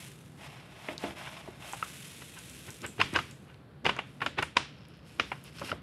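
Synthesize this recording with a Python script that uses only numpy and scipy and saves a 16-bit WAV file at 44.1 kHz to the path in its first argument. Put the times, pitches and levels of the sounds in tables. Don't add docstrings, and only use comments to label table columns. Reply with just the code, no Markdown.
import sys
import numpy as np
from scipy import signal
from scipy.fft import rfft, irfft
from scipy.io import wavfile
from scipy.ndimage import uniform_filter1d

SR = 44100
rng = np.random.default_rng(int(sys.argv[2]) if len(sys.argv) > 2 else 0)


def wrap_up_sound(samples):
    columns = np.atleast_2d(samples).T
    tamed = np.clip(columns, -1, 1)
    steps = np.round(tamed * 32767).astype(np.int16)
    wavfile.write(sys.argv[1], SR, steps)


N = 256662

# f/Hz, level/dB
FLAKE_SPECTRUM = [(600, -15), (1400, 0), (2600, 6.5), (3600, 4.5), (4500, -1.5), (5500, -1), (8000, 0),
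                  (11500, 0), (15500, -4.5)]
# f/Hz, level/dB
SCRAPE_SPECTRUM = [(200, -16), (450, -10.5), (660, 6), (900, 3.5), (1200, 0.5), (1750, -1), (2050, 1),
                   (2700, 0.5), (3600, -4), (4500, -13), (5300, -9.5), (6200, -18), (14000, -31)]


def amp(db):
    return 10 ** (np.asarray(db) / 20)


def unit(x):
    return x / np.sqrt(np.mean(x ** 2) + 1e-20)


def read(points, hz):
    f, value = np.transpose(points)
    return np.interp(np.log(hz + 1), np.log(f), value)


def add(mix, s, sound):
    part = mix[round(s * SR):][:len(sound)]
    part += sound[:len(part)]


def colour(x, spectrum, size=4096):
    log_gain = np.log(amp(read(spectrum, abs(np.fft.fftfreq(size, 1 / SR)))))
    taps = np.fft.ifft(np.exp(np.conj(signal.hilbert(log_gain)))).real
    return signal.fftconvolve(x, taps[:size // 2])[:len(x)]


def lowpass(x, hz, order=2):
    return signal.sosfilt(signal.butter(order, min(hz, SR / 2 - 1), fs=SR, output="sos"), x)


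def wander(depth_db, up_to_hz):
    slow = np.fft.rfftfreq(N, 1 / SR) < up_to_hz
    drift = unit(irfft(rfft(rng.standard_normal(N)) * slow, N))
    return amp(depth_db * drift)


def grains(spectrum, per_s, spread_db):
    size = amp(spread_db * np.minimum(rng.exponential(1, N), 5))
    impacts = size * rng.standard_normal(N) * (rng.random(N) < per_s / SR)
    return unit(colour(impacts, spectrum))


def burst(envelope, spectrum, bright_hz):
    noise = colour(envelope * rng.standard_normal(len(envelope)), spectrum)
    return unit(lowpass(noise, bright_hz, order=3)) * np.sqrt(np.mean(envelope ** 2))


def ring(t, hz, fade_s, rise_s=0.00038):
    return np.sin(2 * np.pi * hz * t) * (1 - np.exp(-t / rise_s)) * np.exp(-t / fade_s)


def ventilation(level_db=-51.5):
    # f/Hz, level/dB
    spectrum = [(25, -60), (38, -34), (55, 0), (75, -2.5), (100, -4.5), (140, 5), (200, -4), (400, -10.5),
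                (900, -20.5), (1500, -21.5), (2200, -28.5), (4300, -33.5), (6300, -49), (15000, -42)]
    murmur = unit(colour(rng.standard_normal(N), spectrum))
    return amp(level_db) * murmur * wander(0.15, up_to_hz=16)


def strokes(rows, sag_db=-4.5, release_s=0.032):
    friction, stirred = np.zeros(N), np.zeros(N)
    t = np.arange(SR) / SR
    for s, length, attack, rub_db, glitter_db in rows:
        hold = np.minimum(t / attack, 1) * amp(sag_db * np.minimum(t / length, 1))
        shape = hold * np.exp(-np.maximum(t - length, 0) / release_s)
        add(friction, s, amp(rub_db) * shape)
        add(stirred, s, amp(glitter_db) * shape)
    return friction, stirred


def rim_drags():
    # t/s, length/s, attack/s, scrape level/dB, stirred glitter level/dB
    drags = [(0, 0.085, 0.0013, -58, -48), (.1, 0.28, 0.019, -77, -61.5), (.37, 0.097, .08, -44, -53.5),
             (.48, 0.23, 0.048, -54, -63), (.7, .23, 0.24, -43, -51), (.98, 0.13, 0.056, -43.5, -51),
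             (1.15, 0.26, 0.033, -45, -54), (1.42, 0.25, 0.046, -56, -63.5),
             (1.595, 0.2, 0.029, -49.5, -62), (1.82, 0.31, .03, -61, -66)]
    return strokes(drags)


def rubbing(dragging, sliding):
    # f/Hz, level/dB
    finger_spectrum = [(200, -22), (700, -7), (1400, 1), (2000, -3), (2750, 5), (3600, -3), (4600, -4),
                       (5300, -1), (6200, -15.5), (11000, -28), (15000, -37)]
    on_tray = grains(SCRAPE_SPECTRUM, per_s=8000, spread_db=0.1) * dragging
    in_hand = grains(finger_spectrum, per_s=3000, spread_db=2) * sliding
    pressure = wander(1.3, up_to_hz=45)
    return (on_tray + in_hand) * pressure


def glitter(stirred, edge_s=0.06):
    # t/s, level/dB
    pour_curve = [(1.6, -74), (1.68, -52), (2.07, -50), (2.34, -53), (2.65, -50.5), (2.95, -59), (3.2, -55),
                  (3.45, -72), (3.68, -90)]
    s, db = np.transpose(pour_curve)
    t = np.arange(N) / SR
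    outside_s = abs(t - np.clip(t, s[0], s[-1]))
    pour = amp(np.interp(t, s, db)) * np.exp(-outside_s / edge_s)
    hiss = grains(FLAKE_SPECTRUM, per_s=12000, spread_db=1.5)
    coarse_flakes = amp(-17) * grains(FLAKE_SPECTRUM, per_s=45, spread_db=6)
    return (hiss + coarse_flakes) * (pour + stirred) * wander(1, up_to_hz=57)


def early_reflections(x):
    # delay/s, level/dB
    echoes = [(.0019, -24), (.0047, -15.5), (.0083, -22)]
    out = x.copy()
    for delay, db in echoes:
        add(out, delay, amp(db) * x)
    return out


def knocks(scuff_s=0.011, rise_s=0.00057):
    # t/s, boom level/dB, hardness as a cutoff/Hz, ring time factor, scuff level/dB
    landings = [(0.8858, -35, 3000, 0.99, -32), (1.038, -26, 380, 1, -35)]
    # f/Hz, level/dB, t60/s
    modes = [(192, -12, 0.25), (288.6, -6.5, 0.22), (338, -9.5, 0.37), (397, 8.5, 0.019), (612, -5, 0.22),
             (687, -7.5, 0.24), (820, 1, 0.026), (1260, -18, .12), (1820, -35, 0.072), (2410, 1, 0.023)]
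    out, t = np.zeros(N), np.arange(SR // 2) / SR
    for s, db, hard_hz, stretch, scuff_db in landings:
        boom = sum((-1) ** k * amp(mode_db) * ring(t, hz, t60 * stretch / np.log(1000), rise_s)
                   for k, (hz, mode_db, t60) in enumerate(modes))
        scuff = burst(np.exp(-t / scuff_s), SCRAPE_SPECTRUM, bright_hz=2850)
        add(out, s, amp(db) * lowpass(boom, hard_hz, order=1) + amp(scuff_db) * scuff)
    return out


def room(x, predelay_s=0.006):
    # f/Hz, level/dB
    tone = [(100, 2.5), (300, -8), (1000, -14.5), (1800, -17), (3000, -11.5), (5000, -7.5), (8000, -2),
            (14000, -9)]
    # f/Hz, t60/s
    reverb_times = [(150, 0.44), (600, 0.15), (2500, 0.45), (6000, 0.31), (13000, 0.26)]
    hz, t, bands = signal.stft(colour(x, tone), SR, nperseg=256)
    power = uniform_filter1d(abs(bands) ** 2, size=3, axis=0)
    power[8:] = uniform_filter1d(power, size=9, axis=0)[8:]
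    decay = amp(-60 * t[:300] / read(reverb_times, hz)[:, None]) ** 2
    stored = signal.fftconvolve(power, decay / decay.sum(1, keepdims=True), axes=1)[:, :len(t)]
    scatter = signal.stft(rng.standard_normal(N), SR, nperseg=256)[2]
    band_gain = np.sqrt(abs(stored) / np.mean(abs(scatter) ** 2))
    tail = signal.istft(scatter * band_gain, SR, nperseg=256)[1]
    return np.pad(tail, (round(predelay_s * SR), 0))[:N]


def ticks(fade_s=0.0011, ring_db=2):
    # t/s, level/dB, f/Hz
    clicks = [(.9797, -30.5, 3700), (1.727, -34.5, 7900), (2.389, -39.5, 7000), (2.497, -41, 7040),
              (2.705, -36.5, 8000), (2.818, -39, 5550), (2.864, -33, 7940), (3.138, -34, 5530),
              (3.311, -45, 6900), (3.544, -50, 2800), (3.8465, -39, 3500), (3.965, -43.5, 6000),
              (4.2614, -42, 7240), (4.426, -32.5, 6100), (4.885, -51, 14000), (4.973, -60, 15000),
              (5.44, -40, 14000), (5.596, -39.5, 4460)]
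    out, t = np.zeros(N), np.arange(SR // 30) / SR
    for s, db, hz in clicks:
        band = [(hz / 3, -26), (hz * .7, -3), (hz, 0), (hz * 1.4, -4), (hz * 3, -22)]
        noise = burst(np.exp(-t / fade_s), band, bright_hz=15100)
        ping = amp(ring_db) * ring(t, hz, fade_s)
        add(out, s, amp(db) * (noise + ping))
    return out


def buckle(mix, s, db, build_s, fade_s, bright_hz, ring_hz, ring_db):
    # f/Hz, level/dB
    crack_spectrum = [(50, -24), (120, -15), (400, -4.5), (620, -5), (950, -0.5), (1600, -1.5),
                      (2000, -2.5), (2800, -0.5), (3400, -7.5), (4200, -11), (5100, -18), (6500, -15),
                      (11000, -20.5), (14000, -20)]
    # f/Hz, level/dB, fade/s
    paint_modes = [(2800, 3, 0.0015), (5010, -3, 0.0021)]
    lead_s, precreak_db, precreak_s = 0.06, -21.5, 0.0049
    t = np.arange(SR // 5) / SR - lead_s
    before, after = np.maximum(-t, 0), np.maximum(t, 0)
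    precreak = amp(precreak_db) * np.exp(-before / precreak_s)
    jolt = np.maximum(np.exp(-before / build_s), precreak) * np.exp(-after / fade_s)
    crack = amp(0.5) * burst(jolt, crack_spectrum, bright_hz)
    spray = amp(-27) * burst(jolt, FLAKE_SPECTRUM, bright_hz=11300)
    patch = amp(ring_db) * ring(after, ring_hz, fade_s)
    notes = sum(amp(note_db) * ring(after, hz, fade) for hz, note_db, fade in paint_modes)
    paint = lowpass(notes, bright_hz, order=3)
    add(mix, s - lead_s, amp(db) * (crack + spray + patch + paint))


def creaks():
    # peak t/s, level/dB, time scale/s
    bends = [(1.273, -40, 0.0045), (2.222, -43.5, 0.004), (2.375, -49, 0.017), (2.689, -45, 0.0088),
             (2.847, -36, 0.011), (3.004, -24, 0.0056), (3.156, -29.5, 0.013), (3.5, -57.5, 0.029),
             (3.856, -22.5, 0.0033), (3.894, -22.5, 0.0053), (4.207, -39.5, 0.0025), (4.389, -23.5, 0.0057),
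             (4.429, -24, .004), (5.693, -40.5, 0.0082)]
    out = np.zeros(N)
    for s, db, span in bends:
        buckle(out, s, db, 0.93 * span, 1.2 * span, bright_hz=3780, ring_hz=1517, ring_db=-3.5)
    return out


def snaps(build_s=0.00072, db_per_octave=17.5):
    # t/s, level/dB, fade/s, ring f/Hz, relative ring level/dB
    pops = [ (1.4768, -45, 0.0023, 624, 14.5), (1.486, -48, 0.0052, 376, 16.5),
            (1.7337, -35.5, .0075, 790, 5), (1.8262, -31, 0.0035, 1305, 14),
            (2.9822, -41, 0.0023, 2000, -12), (3.0143, -17, 0.005, 1057, -0.5),
            (3.1607, -20, 0.0046, 1570, 4.5), (3.17, -34.5, 0.0031, 1120, 14.5),
            (3.189, -25, 0.0052, 1220, 1.5), (3.864, -18.5, 0.0061, 910, -8.5),
            (3.965, -40, 0.02, 970, -13), (3.989, -26, 0.0071, 866, -26), (4.217, -26.5, 0.012, 1097, -3.5),
            (4.2632, -23.5, 0.0059, 1347, 1.5), (4.5692, -12, 0.0033, 956, 1),
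            (5.1976, -19.5, 0.005, 1210, -1), (5.318, -29, 0.0074, 783, -3), (5.615, -36, 0.012, 559, 2.5),
            (5.7171, -29.5, 0.0025, 1335, 12.5), (5.727, -38, 0.0041, 610, 12)]
    out = np.zeros(N)
    for s, db, fade_s, ring_hz, ring_db in pops:
        smallness = (ring_hz / 1200) ** 0.55
        hardness = 2 ** ((db + 28) / db_per_octave)
        bright_hz = 3220 * smallness * hardness
        buckle(out, s, db, build_s, fade_s, bright_hz, ring_hz, ring_db)
    return out


def puffs(lead_s=0.1):
    # peak t/s, level/dB, half-width/s
    swings = [(2.683, -49, 0.019), (2.845, -42.5, 0.022), (2.993, -32.5, 0.0086), (3.133, -31, 0.0045),
              (3.859, -36, 0.017), (4.25, -45.5, 0.045), (4.389, -35.5, 0.013), (5.205, -41, 0.018),
              (5.625, -44, 0.02), (5.708, -42, 0.017)]
    spectrum = [(40, -40), (90, 4), (150, -3.5), (300, -2.0), (900, -11)]  # f/Hz, level/dB
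    out, t = np.zeros(N), np.arange(SR // 5) / SR - lead_s
    for s, db, half_width in swings:
        swell = np.exp(-(t / half_width) ** 2)
        add(out, s - lead_s, amp(db) * burst(swell, spectrum, bright_hz=420))
    return out


def hand_slides():
    # t/s, length/s, attack/s, rub level/dB, stirred glitter level/dB
    slides = [(3.25, 0.052, 0.06, -50.5, -78), (3.39, .16, 0.056, -78, -76), (4.02, 0.16, 0.083, -68, -65),
              (4.2, 0.073, 0.039, -68, -57), (4.37, 0.076, .02, -75, -63), (4.68, 0.35, 0.075, -62.5, -91),
              (5.035, 0.23, 0.046, -60, -62), (5.25, 0.21, .04, -62, -63.5), (5.44, 0.04, 0.042, -51, -57),
              (5.52, 0.1, 0.07, -49, -54), (5.625, 0.077, 0.041, -42.5, -48.5)]
    return strokes(slides)


def scene():
    dragging, stirred_by_drag = rim_drags()
    sliding, stirred_by_hand = hand_slides()
    buckling = snaps() + creaks()
    hits = buckling + knocks() + puffs()
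    add(hits, 0.002068, amp(-19) * buckling)
    clicks = ticks()
    flakes = glitter(stirred_by_drag + stirred_by_hand)
    rustle = amp(-0.04) * early_reflections(flakes + rubbing(dragging, sliding))
    reverb = room(hits + amp(-1.5) * clicks)
    return (hits + clicks + reverb + rustle + ventilation())[None]


def record(dry, top_hz=15750):
    # f/Hz, level/dB
    response = [(22, -31), (45, -15.5), (70, -0.5), (11500, 0.5), (13000, -9), (15500, -15)]
    high_cut = signal.firwin(511, top_hz, window=("kaiser", 9), fs=SR)
    return signal.oaconvolve(colour(dry[0], response), high_cut, "same")[None]


dry = scene()
out = record(dry)
wrap_up_sound(out)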